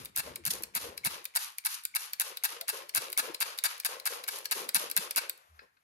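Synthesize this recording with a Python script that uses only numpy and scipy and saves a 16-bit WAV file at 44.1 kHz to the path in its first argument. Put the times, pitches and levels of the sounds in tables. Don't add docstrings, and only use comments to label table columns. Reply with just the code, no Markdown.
import sys
import numpy as np
from scipy import signal
from scipy.fft import irfft
from scipy.io import wavfile
from scipy.ndimage import uniform_filter1d

SR = 44100
rng = np.random.default_rng(int(sys.argv[2]) if len(sys.argv) > 2 else 0)


def generate_wav(sig):
    pcm = np.round(np.clip(np.atleast_2d(sig).T, -1, 1) * 32767).astype(np.int16)
    wavfile.write(sys.argv[1], SR, pcm)


N = 257217
HZ = np.fft.rfftfreq(4096, 1 / SR)
TIME = np.arange(N) / SR


def gain_of(db):
    return 10 ** (np.asarray(db) / 20)


def read(points, hz):
    f, value = np.transpose(points)
    return np.interp(np.log(hz + 1), np.log(f + 1), value)


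def at_time(curve, s):
    return np.interp(s, *np.transpose(curve))


def add(mix, s, part):
    span = mix[max(round(s * SR), 0):][:len(part)]
    span += part[:len(span)]


def fall(db, decay_s):
    return gain_of(db) ** 2 * np.exp(-TIME[:SR // 10] / decay_s)


def swells(rows):
    power = np.zeros(N)
    for s, db, length in rows:
        u = np.linspace(0, 1, max(int(length * SR), 8))
        add(power, s, gain_of(db) ** 2 * np.sin(np.pi * u ** 0.59) ** 2)
    return power


def flutter(depth_db, size):
    wander = uniform_filter1d(uniform_filter1d(rng.standard_normal(N), size), size)
    return gain_of(depth_db * wander / wander.std()) ** 2


def fizz(power, grain_db=0., per_s=SR):
    hits = rng.random(N) < per_s / SR
    size = gain_of(grain_db * np.minimum(rng.exponential(1, N), 4)) * hits
    return rng.standard_normal((2, N)) * size / np.sqrt(np.mean(size ** 2)) * np.sqrt(power)


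def blows(rows, spread=.0004):
    out = np.zeros((2, N))
    for (s, db), late in zip(rows, rng.random(len(rows))):
        push = gain_of([db]) * np.sqrt(SR / 1000)
        add(out[0], s, push)
        add(out[1], s + spread * late, push)
    return out


def from_left(x, right_db=-5):
    return np.array([x, gain_of(right_db) * np.roll(x, 16)])


# (frequency [Hz], left over right [dB], likeness [0-1], phase lead of the left [rad])
STEREO_IMAGE = [(60, 3, .9, 0), (450, 5.5, .88, 1.6), (1000, 6, .92, 3.1), (1800, 4.6, .78, 4.1),
                (2800, 4.5, .55, 7.7), (4800, 9, .25, 10.8), (6500, 5.3, .45, 12.1), (7800, 4.5, .7, 9.7),
                (8700, 2, .8, 9.4), (9700, -1, .88, 7.9), (10700, 0, .93, 6.5), (12400, 0, .94, 6),
                (14000, 0, .88, 3.5), (16000, 0, .92, 2.9)]


def ring(drive, spectrum, modes=(), image=STEREO_IMAGE):
    db = read(spectrum, HZ)
    db = db + sum(lift / (1 + (2 * (HZ - hz) / width) ** 2) for hz, width, lift in modes)
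    gain = gain_of(db) / np.sqrt(np.mean(gain_of(db) ** 2))
    log_gain = np.log(np.r_[gain, gain[-2:0:-1]] + 1e-5)
    body = np.exp(np.conj(signal.hilbert(log_gain)))[:len(HZ)]
    f, *columns = np.transpose(image)
    balance_db, same, lead = (np.interp(HZ, f, c) for c in columns)
    same, lean = np.clip(same, 0, 1), gain_of(balance_db)
    right = body * np.sqrt(2 / (1 + lean ** 2))
    paths = [right * lean, right * same * np.exp(-1j * lead), right * np.sqrt(1 - same ** 2)]
    taps = np.roll(irfft(np.array(paths)), 64, axis=1)
    heard = signal.oaconvolve(drive[[0, 0, 1]], taps, axes=1)[:, 64:64 + N]
    return np.array([heard[0], heard[1] + heard[2]])


# (time [s], chatter length [s], first gap [s], first tick before trim [dB],
# later ticks before trim [dB])
TRIGGER_PULLS = [(0.1627, 0.049, 0.013, -20.5, -21.5), (0.453, 0.031, .0113, -21, -21),
                 (0.7527, 0.026, 0.0098, -19, -23.5), (1.0496, 0.026, .0095, -20, -20.5),
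                 (1.3531, 0.02, 0.0082, -26.5, -17.5), (1.6515, 0.018, 0.0089, -23, -19),
                 (1.951, 0.019, 0.0083, -24, -17.5), (2.1991, 0.021, 0.01, -17, -18.5),
                 (2.4375, 0.023, 0.0084, -22.5, -18.5), (2.6826, 0.022, 0.0093, -23.5, -19.5),
                 (2.9497, 0.031, 0.011, -18, -18.5), (3.1766, .024, 0.0085, -17, -19.5),
                 (3.405, 0.023, 0.0093, -22, -21.5), (3.6392, 0.024, 0.0085, -17.5, -21),
                 (3.849, 0.0178, .008, -22.5, -20), (4.0566, 0.023, 0.0095, -22, -21),
                 (4.28, 0.013, 0.0071, -27.5, -23), (4.5123, 0.018, 0.0077, -22, -21.5),
                 (4.7466, 0.022, 0.0084, -16, -17), (4.966, 0.013, 0.0099, -17, -14),
                 (5.1617, 0.026, .0098, -19.5, -18.5)]
# (time [s], snap before trim [dB], ring of the spray head before trim [dB])
TRIGGER_RETURNS = [(0.056, -31, -43.5), (0.358, -24, -40.5), (0.6351, -20.5, -38.5), (0.9764, -29.5, -39.5),
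                   (1.2535, -22.5, -38.5), (1.5834, -22.5, -40), (1.8517, -17.5, -38), (2.1328, -23, -36),
                   (2.3709, -26, -38), (2.611, -24, -36.5), (2.8924, -34, -41.5), (3.128, -21.5, -39.5),
                   (3.345, -30, -35.5), (3.5862, -24, -33.5), (3.8, -24.5, -38), (3.9984, -33, -43.5),
                   (4.2382, -31, -40.5), (4.4546, -31, -33), (4.6898, -22, -33.5), (4.9132, -20, -36.5),
                   (5.109, -21, -34), (5.296, -19, -36)]
EASE_OFF_S, FULL_SQUIRT_S = 0.059, 0.1


def flow(level_curve, rise_s, hold, fade_db_per_s, sag_db, flight_s=0., db=0.):
    power, t = np.zeros(N), TIME[:SR // 3]
    for (s, chatter_s, *_), (back_s, *_) in zip(TRIGGER_PULLS, TRIGGER_RETURNS[1:]):
        start = s + chatter_s
        length = np.clip(back_s - EASE_OFF_S - start, t[1], FULL_SQUIRT_S)
        sag = sag_db * (.5 - t / length)
        fade = fade_db_per_s * np.maximum(t - hold * length, 0)
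        level = gain_of(db + at_time(level_curve, s) + sag - fade) ** 2
        add(power, start + flight_s, level * (1 - np.exp(-(t / rise_s) ** 2)))
    return power


def gripped(drive, spectrum, modes, detune, count=3):
    stroke = np.searchsorted([s for s, *_ in TRIGGER_RETURNS], TIME + EASE_OFF_S)
    grip = rng.integers(0, count, len(TRIGGER_RETURNS) + 1)[stroke]
    out = np.zeros((2, N))
    for k, scale in enumerate(1 + detune * np.linspace(-1, 1, count)):
        shifted = [(hz * scale, width, lift) for hz, width, lift in modes]
        out += ring(drive * (grip == k), spectrum, shifted)
    return out


# (frequency [Hz], relative level [dB])
QUIET_COLOUR = [(70, -10.5), (200, -21.5), (550, 6), (1100, 12), (4500, -2.5), (13000, -3.5),
                (16000, -31.5)]
# (time [s], level [dB])
QUIET_LEVEL = [(0, -71), (5.3, -63.5), (5.6, -67.5), (5.72, -78.5), (5.83, -76.5)]


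def rustle():
    power = gain_of(at_time(QUIET_LEVEL, TIME)) ** 2
    return ring(fizz(power * flutter(1., size=1500)), QUIET_COLOUR)


# (frequency [Hz], time to fall by 60 dB [s])
ROOM_DECAY = [(150, 0.11), (600, 0.15), (2000, 0.47), (5000, 0.28), (10000, 0.24), (16000, 0.073)]


def room(x, first_s=0.0056):
    signs = rng.choice([-1., 1.], (2, SR // 2))
    hits = rng.random((2, SR // 2)) < 4000 / SR
    taps = signs * hits * (TIME[:SR // 2] > first_s)
    hz, t, z = signal.stft(taps, SR, nperseg=256)
    decay = gain_of(-60 * t / read(ROOM_DECAY, hz)[:, None])
    tail = signal.istft(z * decay, SR, nperseg=256)[1]
    return signal.fftconvolve(x[:1], tail / np.linalg.norm(tail[0]), axes=1)[:, :N]


# (time [s], frequency [Hz])
BASS_EDGE = [(1.15, 29.8), (1.3, 419.5), (1.9, 925), (2.0, 426.6), (3.25, 237), (3.65, 464.4), (4.5, 352),
             (4.65, 100), (5.3, 267.2)]


def thin_bass(x, depth_db=-17.5, order=10):
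    hz, t, z = signal.stft(x, SR, nperseg=512)
    above = (hz[:, None] / at_time(BASS_EDGE, t)) ** order
    gain = np.maximum(above / (1 + above), gain_of(depth_db))
    return signal.istft(z * gain, SR)[1][:, :N]


# (time [s], level [dB], length [s], starting pitch [Hz], final pitch [Hz])
WATER_GULPS = [(0.177, -52, 0.038, 70, 227), (0.366, -55, 0.073, 418, 300), (0.391, -57.5, 0.079, 65, 95),
               (0.457, -45.5, 0.055, 79.6, 282), (0.749, -50, 0.04, 130, 300), (1.05, -44, 0.043, 81, 256),
               (2.599, -49, 0.06, 584, 766), (2.962, -54, 0.046, 95, 171), (4.755, -51.5, 0.035, 130, 231),
               (4.975, -47, 0.032, 170, 224)]
# (time [s], level [dB])
DRAUGHT_LEVEL = [(.16, -58), (.75, -59.5), (1.35, -90)]
# (frequency [Hz], relative level [dB])
RUMBLE_COLOUR = [(25, -52), (60, -0.5), (260, -5.5), (450, -10), (1200, -53.5)]


def handling(grip_db=-69, grip_until_s=1.17, rest_db=-88, opening_db=-52, opening_s=0.016):
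    gulps = np.zeros(N)
    for s, db, length, first_hz, last_hz in WATER_GULPS:
        hz = np.geomspace(first_hz, last_hz, int(length * SR))
        hz = hz * (1 + uniform_filter1d(rng.standard_normal(len(hz)), size=100))
        tone = np.sin(2 * np.pi * np.cumsum(hz) / SR)
        add(gulps, s, gain_of(db) * np.sqrt(2) * tone * np.hanning(len(hz)))
    draught = flow(DRAUGHT_LEVEL, rise_s=0.017, hold=1.0, fade_db_per_s=136.0, sag_db=1.5, flight_s=0.016)
    add(draught, 0, fall(opening_db, opening_s))
    hand = gain_of(np.where(TIME < grip_until_s, grip_db, rest_db)) ** 2
    rumble = fizz((draught + hand) * flutter(2.14, size=700))
    return from_left(gulps) + ring(rumble, RUMBLE_COLOUR)


def rising_tone(s=5.595, length_s=0.063, hz=4750, glide_hz_per_s=11000, db=-71):
    out, t = np.zeros(N), TIME[:int(length_s * SR)]
    blur = uniform_filter1d(rng.standard_normal(len(t)), size=220)
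    tone = np.sin(2 * np.pi * np.cumsum(hz + glide_hz_per_s * t) / SR)
    add(out, s, gain_of(db) * blur / blur.std() * tone * signal.windows.tukey(len(t), .5))
    return out


# (time [s], level before trim [dB])
LIFT_KNOCKS = [(5.592, -44.5), (5.7688, -63)]
# (frequency [Hz], relative level [dB])
WALL_COLOUR = [(400, -13.5), (1000, -7), (1500, 8.5), (2400, -4), (3200, -13), (4300, 0), (7500, -33)]
# (frequency [Hz], relative level [dB])
RUSH_COLOUR = [(60, -25.5), (180, -5), (300, -5), (480, -0.5), (750, 2), (1100, -6), (2000, -6.5),
               (6000, -24)]
# (frequency [Hz], width [Hz], lift [dB])
TUB_MODES = [(357, 13, 6.5), (488, 130, 9.5), (736, 79, -6), (1058, 160, 9)]


def tub(flex_at=5.48, flex_hz=84, glide_hz_per_s=130, flex_db=-59, flex_s=0.053):
    knocks, wobble = np.zeros((2, N))
    for s, db in LIFT_KNOCKS:
        add(knocks, s, fall(db - 0.5, 0.0035))
    t = TIME[:SR // 4]
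    swell = (t / flex_s * np.exp(1 - t / flex_s)) ** 3
    tone = np.sin(2 * np.pi * np.cumsum(flex_hz - glide_hz_per_s * t) / SR)
    add(wobble, flex_at, gain_of(flex_db) * swell * tone)
    wall = ring(fizz(knocks), WALL_COLOUR, [(2554, 130, 14)])
    soil = ring(fizz(swells([(5.615, -58.5, 0.047)])), RUSH_COLOUR, TUB_MODES)
    return wall + wobble + soil


# (time [s], level [dB])
VALVE_PEEPS = [(1.038, -43.5), (1.94, -42.5), (3.167, -43)]
PEEP_HZ, PEEP_S = 2200, 0.0085


def valve():
    out, t = np.zeros(N), TIME[:int(PEEP_S * SR)]
    tone = np.sin(2 * np.pi * PEEP_HZ * t) * signal.windows.tukey(len(t), .5)
    for s, db in VALVE_PEEPS:
        add(out, s, gain_of(db) * 2 * tone)
    return from_left(out)


# (frequency [Hz], relative level [dB])
DULL_COLOUR = [(200, -22), (2250, -9.5), (16000, -25.5)]
# (frequency [Hz], relative level [dB])
TICK_COLOUR = [(200, -43), (3000, -10.5), (5000, -5.5), (7500, -4.5), (9500, 3), (10900, -3), (11900, -0.5),
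               (15600, 1), (17000, -40)]


def lead_in(lead_s=0.016, length_s=0.021, swell_db=-52, tick_db=-19, tick_lead_s=0.0041):
    swell = swells([(s - lead_s, swell_db, length_s) for s, *_ in TRIGGER_PULLS])
    ticks = swells([(s - tick_lead_s, first_db + tick_db, 2 * tick_lead_s)
                    for s, _, _, first_db, _ in TRIGGER_PULLS])
    swelling = ring(fizz(swell, grain_db=6.5, per_s=5000), DULL_COLOUR, [(PEEP_HZ, 400, 10)])
    return swelling + ring(fizz(ticks, per_s=700), TICK_COLOUR)


# (time [s], level before trim [dB])
TRIGGER_CLICKS = [(0.0488, -35), (0.623, -35), (1.243, -38), (1.837, -37.5), (3.1012, -34.5), (3.1197, -34),
                  (3.5772, -34), (3.779, -40), (4.3867, -31.5), (4.4448, -40.5), (4.8998, -31),
                  (5.3764, -49)]
# (time [s], level [dB])
HOLLOW_SHARE = [(.9, -6), (1.58, -0.5), (2.3, -15), (5.3, -19)]
# (frequency [Hz], relative level [dB])
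SNAP_COLOUR = [(200, -40.5), (1000, -34.5), (3000, -31.5), (5000, -16.5), (7000, -2.5), (9000, 4),
               (11000, 2), (13000, 5), (15500, 5.5), (17000, -21.5)]
CLACK_COLOUR = [(400, -38), (900, -6), (3200, 1.5), (6800, -1.5), (8500, 2.5), (16000, 0)]
# (frequency [Hz], width [Hz], lift [dB])
HEAD_MODES = [(1588, 140, 13.6), (2240, 300, 6.4), (2646, 180, 6), (4100, 570, 12), (4720, 210, 7.8),
              (5240, 480, 9.8)]


def trigger(snap_db=-5.0, tick_s=0.00103, tick_db=-7, stop_lag_s=.0012, strike_db=4.0, ring_s=0.0024,
            ring_db=4.5, slide_db=-10, slide_s=0.011, click_ring_db=-10):
    ticks, clacks = np.zeros((2, N))
    for s, db in TRIGGER_CLICKS:
        add(ticks, s, fall(db, tick_s))
        add(clacks, s, fall(db + click_ring_db, ring_s))
    slide_rise = np.linspace(0, 1, int(slide_s * SR)) ** 2
    for s, sharp_db, head_db in TRIGGER_RETURNS:
        stop_at = s + stop_lag_s
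        add(ticks, s, fall(sharp_db + tick_db, tick_s))
        add(clacks, stop_at, fall(head_db + ring_db, ring_s))
        add(clacks, stop_at - slide_s, gain_of(head_db + slide_db) ** 2 * slide_rise)
    snaps = blows([(s + stop_lag_s / 2, db + snap_db) for s, db, _ in TRIGGER_RETURNS])
    strikes = blows([(s + stop_lag_s + tick_s, db + strike_db) for s, _, db in TRIGGER_RETURNS])
    hollow_drive = strikes * gain_of(at_time(HOLLOW_SHARE, TIME))
    hollow = ring(hollow_drive, DULL_COLOUR, [(2420, 400, 14)])
    snapping = ring(snaps + fizz(ticks), SNAP_COLOUR)
    return snapping + hollow + gripped(strikes + fizz(clacks), CLACK_COLOUR, HEAD_MODES, detune=0.064)


# (time [s], relative level [dB])
PUMP_VIGOUR = [(.45, -4.5), (1.05, 0.5), (1.95, -1.5), (3.7, 2.5), (4.06, 0.5), (4.28, -1), (4.55, 2.5),
               (5.17, 3)]
# (frequency [Hz], width [Hz], lift [dB])
TICK_MODES = [(11300, 2000, 3.7)]
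# (frequency [Hz], relative level [dB])
KNOCK_COLOUR = [(60, -42.5), (250, -2), (450, -13.5), (800, -1.5), (1500, 5), (3200, -9.5), (5000, -6.5),
                (7500, 1), (9600, 5), (11000, -5), (13000, -1.5), (16000, -10.5)]
# (frequency [Hz], width [Hz], lift [dB])
BOTTLE_MODES = [(642, 53, 9.5), (897, 187, 7.5), (1648, 280, 7.5), (2254, 157, 8), (2683, 206, 13.5),
                (3960, 1380, 14.5), (4706, 340, 10.5), (5530, 200, 9.5), (6200, 780, -5.5)]


def pump(shrink=.73, tick_db=-2, tick_fade_db=2.0, scrape_db=-1.5, scrape_s=0.0011, knock_lag=.42,
         bottle_db=-32.5, knock_db=2.5, rattle_db=4.5, rattle_s=0.0028, early_db=-7):
    ticks, knocks = [], []
    scrape, rattle = np.zeros((2, N))
    for s, length, first_gap, first_db, later_db in TRIGGER_PULLS:
        body_db = bottle_db + at_time(PUMP_VIGOUR, s)
        gaps = first_gap * shrink ** np.arange(6)
        tick_times = s + np.cumsum(gaps) - gaps
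        for k, (at, gap) in enumerate(zip(tick_times, gaps)):
            knock_at = at + knock_lag * gap
            if knock_at > s + length:
                break
            db = later_db - tick_fade_db * (k - .5) if k else first_db
            ticks.append((at, db + tick_db))
            knocks.append((knock_at, body_db + knock_db))
            add(scrape, at - scrape_s / 2, fall(db + scrape_db, scrape_s))
            add(rattle, at, fall(body_db + early_db, rattle_s))
            add(rattle, knock_at, fall(body_db + rattle_db, rattle_s))
    thud = signal.lfilter([.35], [1, -.75], blows(knocks))
    ticking = gripped(blows(ticks) + fizz(scrape), TICK_COLOUR, TICK_MODES, detune=0.049)
    return ticking + ring(thud + fizz(rattle, grain_db=5), KNOCK_COLOUR, BOTTLE_MODES)


def burble(low_hz=310, high_hz=600, per_s=110, swell_s=0.0054):
    out, t = np.zeros(N), TIME[:SR // 10]
    swell = t * np.exp(-t / swell_s)
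    for when, pitch, size in rng.random((int(per_s * N / SR), 3)):
        hz = low_hz + pitch * (high_hz - low_hz)
        add(out, when * N / SR, size ** 2 * swell * np.sin(2 * np.pi * hz * t))
    return out / out.std()


# (time [s], level [dB])
HISS_LEVEL = [(.16, -51), (.45, -41.5), (1.05, -45.5), (1.35, -39.5), (1.65, -40), (2.3, -44),
              (2.95, -43.5), (3.4, -46), (4.06, -42.5), (4.51, -39), (4.97, -39.5), (5.16, -45.5)]
# (time [s], level [dB])
RUSH_LEVEL = [(.16, -48.5), (.75, -45), (1.05, -52.5), (1.35, -60.5), (1.65, -64), (1.95, -63.5),
              (2.2, -52.5), (2.44, -49.5), (3.18, -45.5), (3.64, -55.5), (3.85, -42.5), (4.28, -47),
              (4.55, -43), (5.16, -48.5)]
# (time [s], level [dB], length [s])
AIR_SPITS = [(.503, -26.5, 0.019), (.536, -30.5, 0.0052), (1.742, -34.5, 0.015), (3.019, -29, 0.0017),
             (4.7935, -33, 0.0085)]
# (time [s], level [dB], length [s])
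TUB_SPLASHES = [(.24, -50, 0.096), (2.6, -57, 0.029), (2.734, -48.5, 0.03), (3.014, -45, 0.038),
                (3.22, -45.5, 0.052), (3.275, -46, 0.064), (4.1, -50, 0.079)]
# (frequency [Hz], relative level [dB])
HISS_COLOUR = [(500, -37.5), (1500, -12.5), (4000, 0), (6000, 0.5), (8000, -1.5), (9400, 2.5), (11000, 1),
               (13000, -1.5), (15500, -5), (16300, -34.5)]
SPRAY_COLOUR = [(200, -48), (500, -37.5), (800, -4.5), (1150, 2), (1800, -5), (2700, -1.5), (3400, -4.5),
                (5000, -6), (9000, -19), (16000, -36.5)]
# (frequency [Hz], left over right [dB], likeness [0-1], phase lead of the left [rad])
MIST_IMAGE = [(480, 4, .78, .8), (850, 5, .3, 2), (2200, 2.5, .1, 6), (6500, 4, .35, 12.1),
              (7800, 2, .8, 9.5), (9700, -.8, .65, 8.2), (10700, 0, .97, 6.3), (12700, 0, .96, 6.2),
              (13700, 0, .94, 3.2)]


def mist(opening_db=-52, opening_s=0.029, burble_db=-8, rush_db=-2.5):
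    fine = flow(HISS_LEVEL, rise_s=0.029, hold=0.72, fade_db_per_s=195.5, sag_db=4.5)
    fine *= flutter(1., size=160)
    coarse = flow(PUMP_VIGOUR, rise_s=0.026, hold=1.0, fade_db_per_s=166.0, sag_db=7.0,
                  flight_s=0.012, db=-45.5)
    coarse *= flutter(1.5, size=160)
    rush = flow(RUSH_LEVEL, rise_s=0.012, hold=0.96, fade_db_per_s=150.0, sag_db=1.5, flight_s=0.017)
    for power in (fine, coarse, rush):
        add(power, 0, fall(opening_db, opening_s))
    splashes = swells(TUB_SPLASHES)
    nozzle = fizz(fine, grain_db=4.5, per_s=26000) + fizz(swells(AIR_SPITS), grain_db=4.0)
    hiss = ring(nozzle, HISS_COLOUR, image=MIST_IMAGE)
    spray = ring(fizz(coarse, grain_db=0.0, per_s=6000), SPRAY_COLOUR, image=MIST_IMAGE)
    splatter = fizz(rush + splashes, grain_db=1.5, per_s=900)
    hollow = gain_of(rush_db) * ring(splatter, RUSH_COLOUR, TUB_MODES, MIST_IMAGE)
    lumps = from_left(np.sqrt(gain_of(burble_db) ** 2 * rush + splashes) * burble())
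    return hiss + spray + hollow + lumps


def scene():
    clicks = lead_in() + valve() + pump() + trigger()
    spray, lifted = mist(), tub() + rising_tone()
    echo = room(gain_of(-17.0) * clicks + gain_of(-15.0) * spray + gain_of(-13.0) * lifted)
    return thin_bass(clicks + spray + rustle() + echo) + lifted + handling()


def record(dry, edge_hz=16500):
    taps = signal.firwin(255, edge_hz, window=("kaiser", 9), fs=SR)
    return signal.oaconvolve(dry, taps[None], "same")


dry = scene()
out = record(dry)
generate_wav(out)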